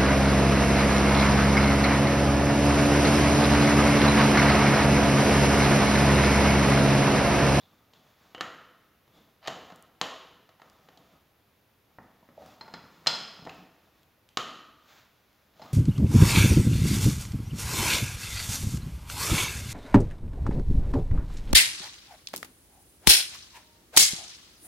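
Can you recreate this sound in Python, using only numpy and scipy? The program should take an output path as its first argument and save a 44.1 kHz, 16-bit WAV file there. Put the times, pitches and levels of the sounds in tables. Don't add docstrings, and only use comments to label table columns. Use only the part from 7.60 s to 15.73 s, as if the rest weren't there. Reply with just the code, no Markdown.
import sys
import numpy as np
from scipy import signal
from scipy.fft import rfft, irfft, next_fast_len
from scipy.io import wavfile
from scipy.ndimage import uniform_filter1d, map_coordinates

SR = 44100
rng = np.random.default_rng(int(sys.argv[2]) if len(sys.argv) > 2 else 0)


def store_pcm(level_fs):
    pcm = np.round(np.clip(level_fs, -1, 1) * 32767).astype(np.int16)
    wavfile.write(sys.argv[1], SR, np.atleast_2d(pcm).T)


N = 358533
BLOW_SAMPLES = 2 ** 16
HZ = np.fft.rfftfreq(BLOW_SAMPLES, 1 / SR)
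AGE_S = np.arange(BLOW_SAMPLES) / SR
SPOT_WIDTH = .15
SOFTENING_DB = 45.5


# start_s, level_db, thump_db, clack_db, edge_db, spot_pitch_hz, spot_boost_db
FRAME_KNOCKS = [(.335, -23, -4, -10, -3, 3500, 1), (.748, -4.5, -0.5, -4, -13.5, 3000, 14),
                (0.7797, -16, -6, 4, -11, 507, 23), (0.8089, 4.5, -1.5, 1.5, -5.5, 1380, 3.5),
                (1.478, -26, 6, -9, -12, 720, 2), (1.8745, -2, -4, 2, 0, 7300, 3),
                (1.8806, 8, -4.5, -8.5, -11, 724, 5), (1.962, -15.5, 8, -9, -12, 775, 6),
                (2.102, -12, -8, -5.5, -14.5, 1334, 8.5), (2.1219, -10.5, 1.5, -10, -17.5, 1400, 6.5),
                (2.4136, 10.5, -7, -4.5, -4, 1060, 4.5), (2.71, -23.5, 10.5, -16, -17, 700, 2),
                (2.891, -18, -15, -7.5, -12, 1240, 3), (2.998, -19, -25, -5, -18, 870, 12),
                (3.018, -13.5, -7, -3, -13.5, 1210, 6), (3.2871, -14, -2, -7.5, -14, 721, 6),
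                (3.374, -19, 0.5, -24, -5, 730, 8), (4.3855, -7.5, 2.5, -5.5, -32, 892, 6.5),
                (4.628, -22, 2, -20, -22.5, 970, 11.5), (4.689, -22.5, 12, -1, -19, 557.4, 18.5),
                (4.777, -8, -9.5, -37, -33, 588, 16.5), (4.82, -10, -13, -36, -23, 739, 10.5),
                (5.462, -1, -4.5, 1, -12.5, 3000, 6), (5.791, -16, 8, -15, -21, 180, 9.5),
                (5.823, -17.5, 13.5, -21, -22, 166, 5.5), (5.852, -13.5, 5, -14, -8, 293, 15.5),
                (5.865, -0.5, -11.5, -15.5, -56, 520, -9), (5.872, -1, -4, -8.5, -24, 750, 7),
                (5.894, -15, 1, 3, -3, 2590, 15.5), (5.987, -19, 12.5, -7, -19, 177, 8.5),
                (6.7719, 7.5, 0, -1.5, -0.5, 1237, 11), (7.995, -10, -21, -24, -23, 610, 12),
                (8.06, -20, 2, -19, -9.5, 1250, 34), (8.105, -18, -1, -16, -25, 1194, 19)]
# pitch_hz, level_db
WOOD_FORCE = [(30, -20.5), (70, -12), (130, -5.5), (400, -4), (900, -3.5), (2300, -4), (4200, 1),
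              (5300, -7.5), (7300, -12.5), (8300, -21.5), (10000, -25.5), (15500, -29)]
# pitch_hz, width_hz, boost_db
FRAME_RESONANCES = [(150.1, 54, 1.5), (183.3, 63, 4.5), (282, 103, 5), (490, 45, 5), (652, 38, 8.5),
                    (754, 45, 5), (1077, 55, 5.5), (1283, 220, 6.5), (1837, 260, 5.5), (3020, 320, 6.5),
                    (3950, 250, 2.5), (6660, 700, 5), (11300, 600, 5.5)]
# pitch_hz, level_db, fade_s
SHAFT_NOTES = [(2770, -2.5, 0.71), (2940, -2.5, 0.39), (4660, -14.5, 0.37), (7430, -17.5, .9),
               (11210, -20, 0.51)]

def knocks(ring_db=-57):
    track = np.zeros(N)
    body_db = curve(WOOD_FORCE, HZ) + boosts(FRAME_RESONANCES, HZ)
    for start_s, level_db, thump_db, clack_db, edge_db, spot_hz, spot_db in FRAME_KNOCKS:
        spot = [(spot_hz, SPOT_WIDTH * spot_hz, spot_db)]
        tone_db = body_db + touch(thump_db, clack_db, edge_db) + boosts(spot, HZ)
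        contact_s = 0.017 * 2 ** (-level_db / SOFTENING_DB)
        blow = strike(tone_db, contact_s, room_db=-0.16)
        ring = ringing([(hz, db + boosts(spot, hz), fade_s) for hz, db, fade_s in SHAFT_NOTES])
        add(track, start_s, amp(level_db) * (blow + amp(ring_db + edge_db) * ring))
    return track


# start_s, level_db, thump_db, clack_db, edge_db, spot_pitch_hz, spot_boost_db
CRANK_CLANKS = [(5.0099, -5.5, -6, -6, -12.5, 4234, 11), (5.079, -11.5, -3, -4.5, -15, 906, 6),
                (5.1386, -3.5, 2, -2, -7.5, 4310, 5.5), (5.47, 9.5, -3.5, -1, 7.5, 684, 4),
                (8.018, -8, -2, -9.5, -11, 724, 12.5)]
# pitch_hz, level_db
STEEL_FORCE = [(30, -21.5), (70, -14), (130, 1.5), (400, -5.5), (900, -2.5), (2300, -4), (4200, -9.5),
               (5400, -11.5), (7300, -14.5), (8500, -23), (11000, -34.5), (15500, -42)]
# pitch_hz, width_hz, boost_db
SEAT_RESONANCES = [(120, 11, -8.5), (186.2, 130, 4.5), (711, 55, 4), (906, 110, 7), (1140, 60, 5.5),
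                   (1400, 110, 9), (2010, 260, 3), (3233, 310, 4.5), (4158, 270, 16), (4960, 440, 13),
                   (5240, 200, 10), (14310, 600, 14.5)]
# pitch_hz, level_db, fade_s
CRANK_NOTES = [(1822, -10, .5), (2066, -13, .5), (2697, -16, .3), (3041, -12, .45), (3355, -5, .75),
               (3472, -6, .45), (4087, -2, .45), (4135, -10, .6), (4304, -8, .55), (4527, -11, .45),
               (4773, -11, .45), (4925, -4, .5), (5060, -10, .55), (5188, -7, .65), (5862, -22, .5),
               (6363, -22, .4), (6756, -23, .5), (9927, -27, .6)]

def crank(ring_db=-50):
    track = np.zeros(N)
    body_db = curve(STEEL_FORCE, HZ) + boosts(SEAT_RESONANCES, HZ)
    for start_s, level_db, thump_db, clack_db, edge_db, spot_hz, spot_db in CRANK_CLANKS:
        spot = [(spot_hz, SPOT_WIDTH * spot_hz, spot_db)]
        tone_db = body_db + touch(thump_db, clack_db, edge_db) + boosts(spot, HZ)
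        contact_s = 0.04 * 2 ** (-level_db / SOFTENING_DB)
        blow = strike(tone_db, contact_s, room_db=0.55)
        ring = amp(ring_db + edge_db) * ringing(CRANK_NOTES)
        add(track, start_s, amp(level_db) * (blow + ring))
    return track


# start_s, level_db, pitch_hz, room_db
FITTING_TICKS = [(2.16, -30, 7230, -3), (2.2252, -27.5, 8800, -15), (3.099, -30.5, 4800, -10),
                 (4.862, -30, 4770, 4.5), (5.9464, -33, 4900, -9), (6.432, -34, 3370, -10),
                 (6.6899, -26, 3170, 0.5), (7.73, -39, 3000, -9)]

def ticks(drop_db_per_octave=8, ping_width=0.041, ping_db=8):
    track = np.zeros(N)
    for start_s, level_db, pitch_hz, room_db in FITTING_TICKS:
        octaves_away = np.abs(np.log2((HZ + 1) / pitch_hz))
        ping = [(pitch_hz, ping_width * pitch_hz, ping_db)]
        tone_db = boosts(ping, HZ) - drop_db_per_octave * octaves_away
        add(track, start_s, amp(level_db) * strike(tone_db, contact_s=0.0043, room_db=room_db))
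    return track


# pitch_hz, level_db
SCRAPE_TONE = [(100, -20.5), (300, -16), (750, 6), (1500, -3.5), (2200, -2), (3200, -6), (4500, -5),
               (7000, -25), (9000, -31), (16000, -33.5)]

def shaft_slide(start_s=1.83, stop_s=1.876, peak_db=-40.5, swell_db_per_s=344):
    length_s = stop_s - start_s
    left_s = np.clip(stop_s - np.arange(N) / SR, 0, length_s)
    gain = strokes([(start_s, length_s, peak_db)], rise_s=.018, fall_s=.018)
    scrape = friction(SCRAPE_TONE, grips_per_s=440, depth_db=2.5, resonances=FRAME_RESONANCES)
    return gain * amp(-swell_db_per_s * left_s) * scrape


# start_s, length_s, rub_db, rumble_db
HAND_MOVES = [(0, 0.21, -72.5, -67.5), (0.348, 0.17, -69, -69.5), (0.618, 0.091, -65.5, -65.5),
              (1.566, 0.038, -67.5, -63.5), (1.94, .13, -65, -64), (3.06, 0.49, -70, -66),
              (4.327, 0.38, -76.5, -73), (4.83, 0.095, -61.5, -59), (5.013, 0.81, -65.5, -63),
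              (5.875, 0.11, -61, -67), (6.15, 0.26, -72, -72.5), (7.307, 0.074, -57.5, -71.5),
              (7.5, 0.36, -73, -85), (8.02, .11, -58.5, -58)]
# pitch_hz, level_db
SLEEVE_TONE = [(200, -23), (600, -3.5), (1000, 0), (1500, 0), (2400, -3), (3100, -5), (3500, -1.5),
               (4100, -5.5), (7000, -11), (9000, -29), (16000, -12)]
# pitch_hz, level_db
SHIFT_TONE = [(30, -20), (80, 0.5), (170, 2), (400, -3.5), (700, -3), (1200, -6.5), (2500, -39),
              (8000, -29.5)]

def hands(hold_rub_db=-77, hold_rumble_db=-81.5, rise_s=.12, fall_s=0.21):
    rub_moves = [(start_s, length_s, db) for start_s, length_s, db, _ in HAND_MOVES]
    shift_moves = [(start_s, length_s, db) for start_s, length_s, _, db in HAND_MOVES]
    rub_gain = np.hypot(amp(hold_rub_db), strokes(rub_moves, rise_s, fall_s))
    rumble_gain = np.hypot(amp(hold_rumble_db), strokes(shift_moves, rise_s, fall_s))
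    rumble = friction(SHIFT_TONE, grips_per_s=80, depth_db=3.5, resonances=FRAME_RESONANCES)
    rub = friction(SLEEVE_TONE, grips_per_s=84, depth_db=1)
    return rumble_gain * rumble + rub_gain * rub


# start_s, length_s, level_db
SHAFT_TURNS = [(0, 0.018, -65.5), (.35, .02, -69), (1.55, 0.037, -69)]
# pitch_hz, level_db
BEARING_TONE = [(500, -52), (2400, -22), (3100, -11), (3480, 3), (3750, -7), (4300, -9), (9000, -40)]

def shaft_turns():
    gain = strokes(SHAFT_TURNS, rise_s=0.03, fall_s=.2)
    return gain * friction(BEARING_TONE, grips_per_s=380, depth_db=2.0)


# pitch_hz, fade_s
ECHO_FADES = [(100, 0.5), (260, 1.27), (700, 0.8156), (1400, 1.02), (3000, 0.895), (5000, 0.85),
              (7500, 0.65), (11000, 0.85), (16000, 0.36)]
# pitch_hz, level_db
ECHO_TONE = [(60, 3), (160, 0), (400, -0.5), (1300, 0), (2200, -2.5), (3100, -1), (4200, -6.5),
             (7000, -2.5), (9000, -7.5), (15000, 0.5)]

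def workshop_echo(early_db=3, early_s=0.089, gap_s=0.0035):
    hz, t, noise = signal.stft(rng.standard_normal(BLOW_SAMPLES), SR, nperseg=256)
    fading = amp(-60 * t / curve(ECHO_FADES, hz)[:, None])
    tail = signal.istft(noise * fading, SR, nperseg=256)[1][:BLOW_SAMPLES]
    near_walls = amp(early_db * np.exp(-AGE_S / early_s))
    onset = 1 - np.exp(-(AGE_S / gap_s) ** 2)
    spectrum = rfft(tail * near_walls * onset)
    mids = spectrum[(HZ > 300) & (HZ < 3000)]
    return spectrum / np.sqrt(np.mean(np.abs(mids) ** 2)) * amp(curve(ECHO_TONE, HZ))


# pitch_hz, level_db
HISS_TONE = [(20, -15), (35, -15.5), (60, -1), (100, 0), (190, -4), (310, -6), (630, -8.5), (1300, -14),
             (2500, -16), (6300, -26), (8200, -32), (10000, -25.5), (13000, -20), (15700, -22.5)]
# pitch_hz, side_db
HISS_WIDTH = [(30, -27.5), (250, -10), (1000, -8), (4000, -5.5), (8000, -7), (14000, -5.5)]

def hiss(level_db=-67.5):
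    noise = rng.standard_normal((2, N))
    middle, side = unit(filtered(noise, lambda hz: amp(curve(HISS_TONE, hz))))
    side = filtered(side, lambda hz: amp(curve(HISS_WIDTH, hz)))
    return amp(level_db) * np.array([middle + side, middle - side])


def touch(thump_db, clack_db, edge_db, push=0.24, usual_edge_db=-13.5):
    deep_db = thump_db + push * (usual_edge_db - edge_db)
    return curve([(120, deep_db), (260, thump_db), (520, 0.023), (900, 0.0038),
                  (1250, clack_db), (2000, clack_db), (3100, edge_db)], HZ)


def strike(tone_db, contact_s, room_db):
    burst = rfft(rng.standard_normal(BLOW_SAMPLES) * amp(-60 * AGE_S / contact_s))
    power = np.abs(uniform_filter1d(np.abs(burst) ** 2, size=800)) + 1e-9
    chatter = burst * ring_after(-10 * np.log10(power))
    return irfft(ring_after(tone_db) * (chatter + amp(room_db) * workshop_echo()))


def ringing(notes, scatter_db=1):
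    ring = np.zeros(BLOW_SAMPLES)
    for pitch_hz, level_db, fade_s in notes:
        gain = amp(level_db + scatter_db * rng.standard_normal() - 60 * AGE_S / fade_s)
        ring += gain * np.sin(2 * np.pi * (pitch_hz * AGE_S + rng.random()))
    return ring


def friction(tone, grips_per_s, depth_db, resonances=()):
    bumps = rng.standard_normal(int(N * grips_per_s / SR) + 4)
    grip = map_coordinates(bumps, [np.arange(N) * grips_per_s / SR], order=1)
    noise = rng.standard_normal(N) * amp(depth_db * grip)
    return unit(filtered(noise, lambda hz: amp(curve(tone, hz) + boosts(resonances, hz))))


def strokes(moves, rise_s, fall_s):
    t = np.arange(N) / SR
    gain = np.zeros(N)
    for start_s, length_s, level_db in moves:
        outside = np.maximum((start_s - t) / rise_s, (t - start_s - length_s) / fall_s)
        gain = np.maximum(gain, amp(level_db - 20 * np.maximum(0, outside)))
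    return gain


def ring_after(tone_db):
    cepstrum = irfft(np.log(amp(tone_db)))
    cepstrum[1:BLOW_SAMPLES // 2] *= 2
    cepstrum[BLOW_SAMPLES // 2 + 1:] = 0
    return np.exp(rfft(cepstrum))


def boosts(resonances, hz):
    return sum(db / (1 + (2 * (hz - centre) / width) ** 2) for centre, width, db in resonances)


def curve(points, hz):
    pitches, values = np.transpose(points)
    return np.interp(np.log(hz + 1), np.log(pitches + 1), values)


def filtered(sound, gain_at):
    size = next_fast_len(N + SR // 2)
    return irfft(rfft(sound, size) * gain_at(np.fft.rfftfreq(size, 1 / SR)), size)[..., :N]


def add(track, start_s, sound):
    part = track[max(round(start_s * SR), 0):][:len(sound)]
    part += sound[:len(part)]


def amp(db):
    return 10 ** (np.asarray(db) / 20)


def unit(sound):
    return sound / np.sqrt(np.mean(sound ** 2) + 1e-20)


def scene(rubbing_room_db=-9):
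    blows = knocks() + crank() + ticks()
    rubbing = shaft_slide() + hands() + shaft_turns()
    echo = signal.fftconvolve(rubbing, irfft(workshop_echo()))[:N]
    return blows + rubbing + amp(rubbing_room_db) * echo + hiss()


def record(dry):
    top_hz = 15850
    return filtered(dry, lambda hz: 1 / (1 + (hz / top_hz) ** 200))


dry = scene()
out = record(dry)
store_pcm(out)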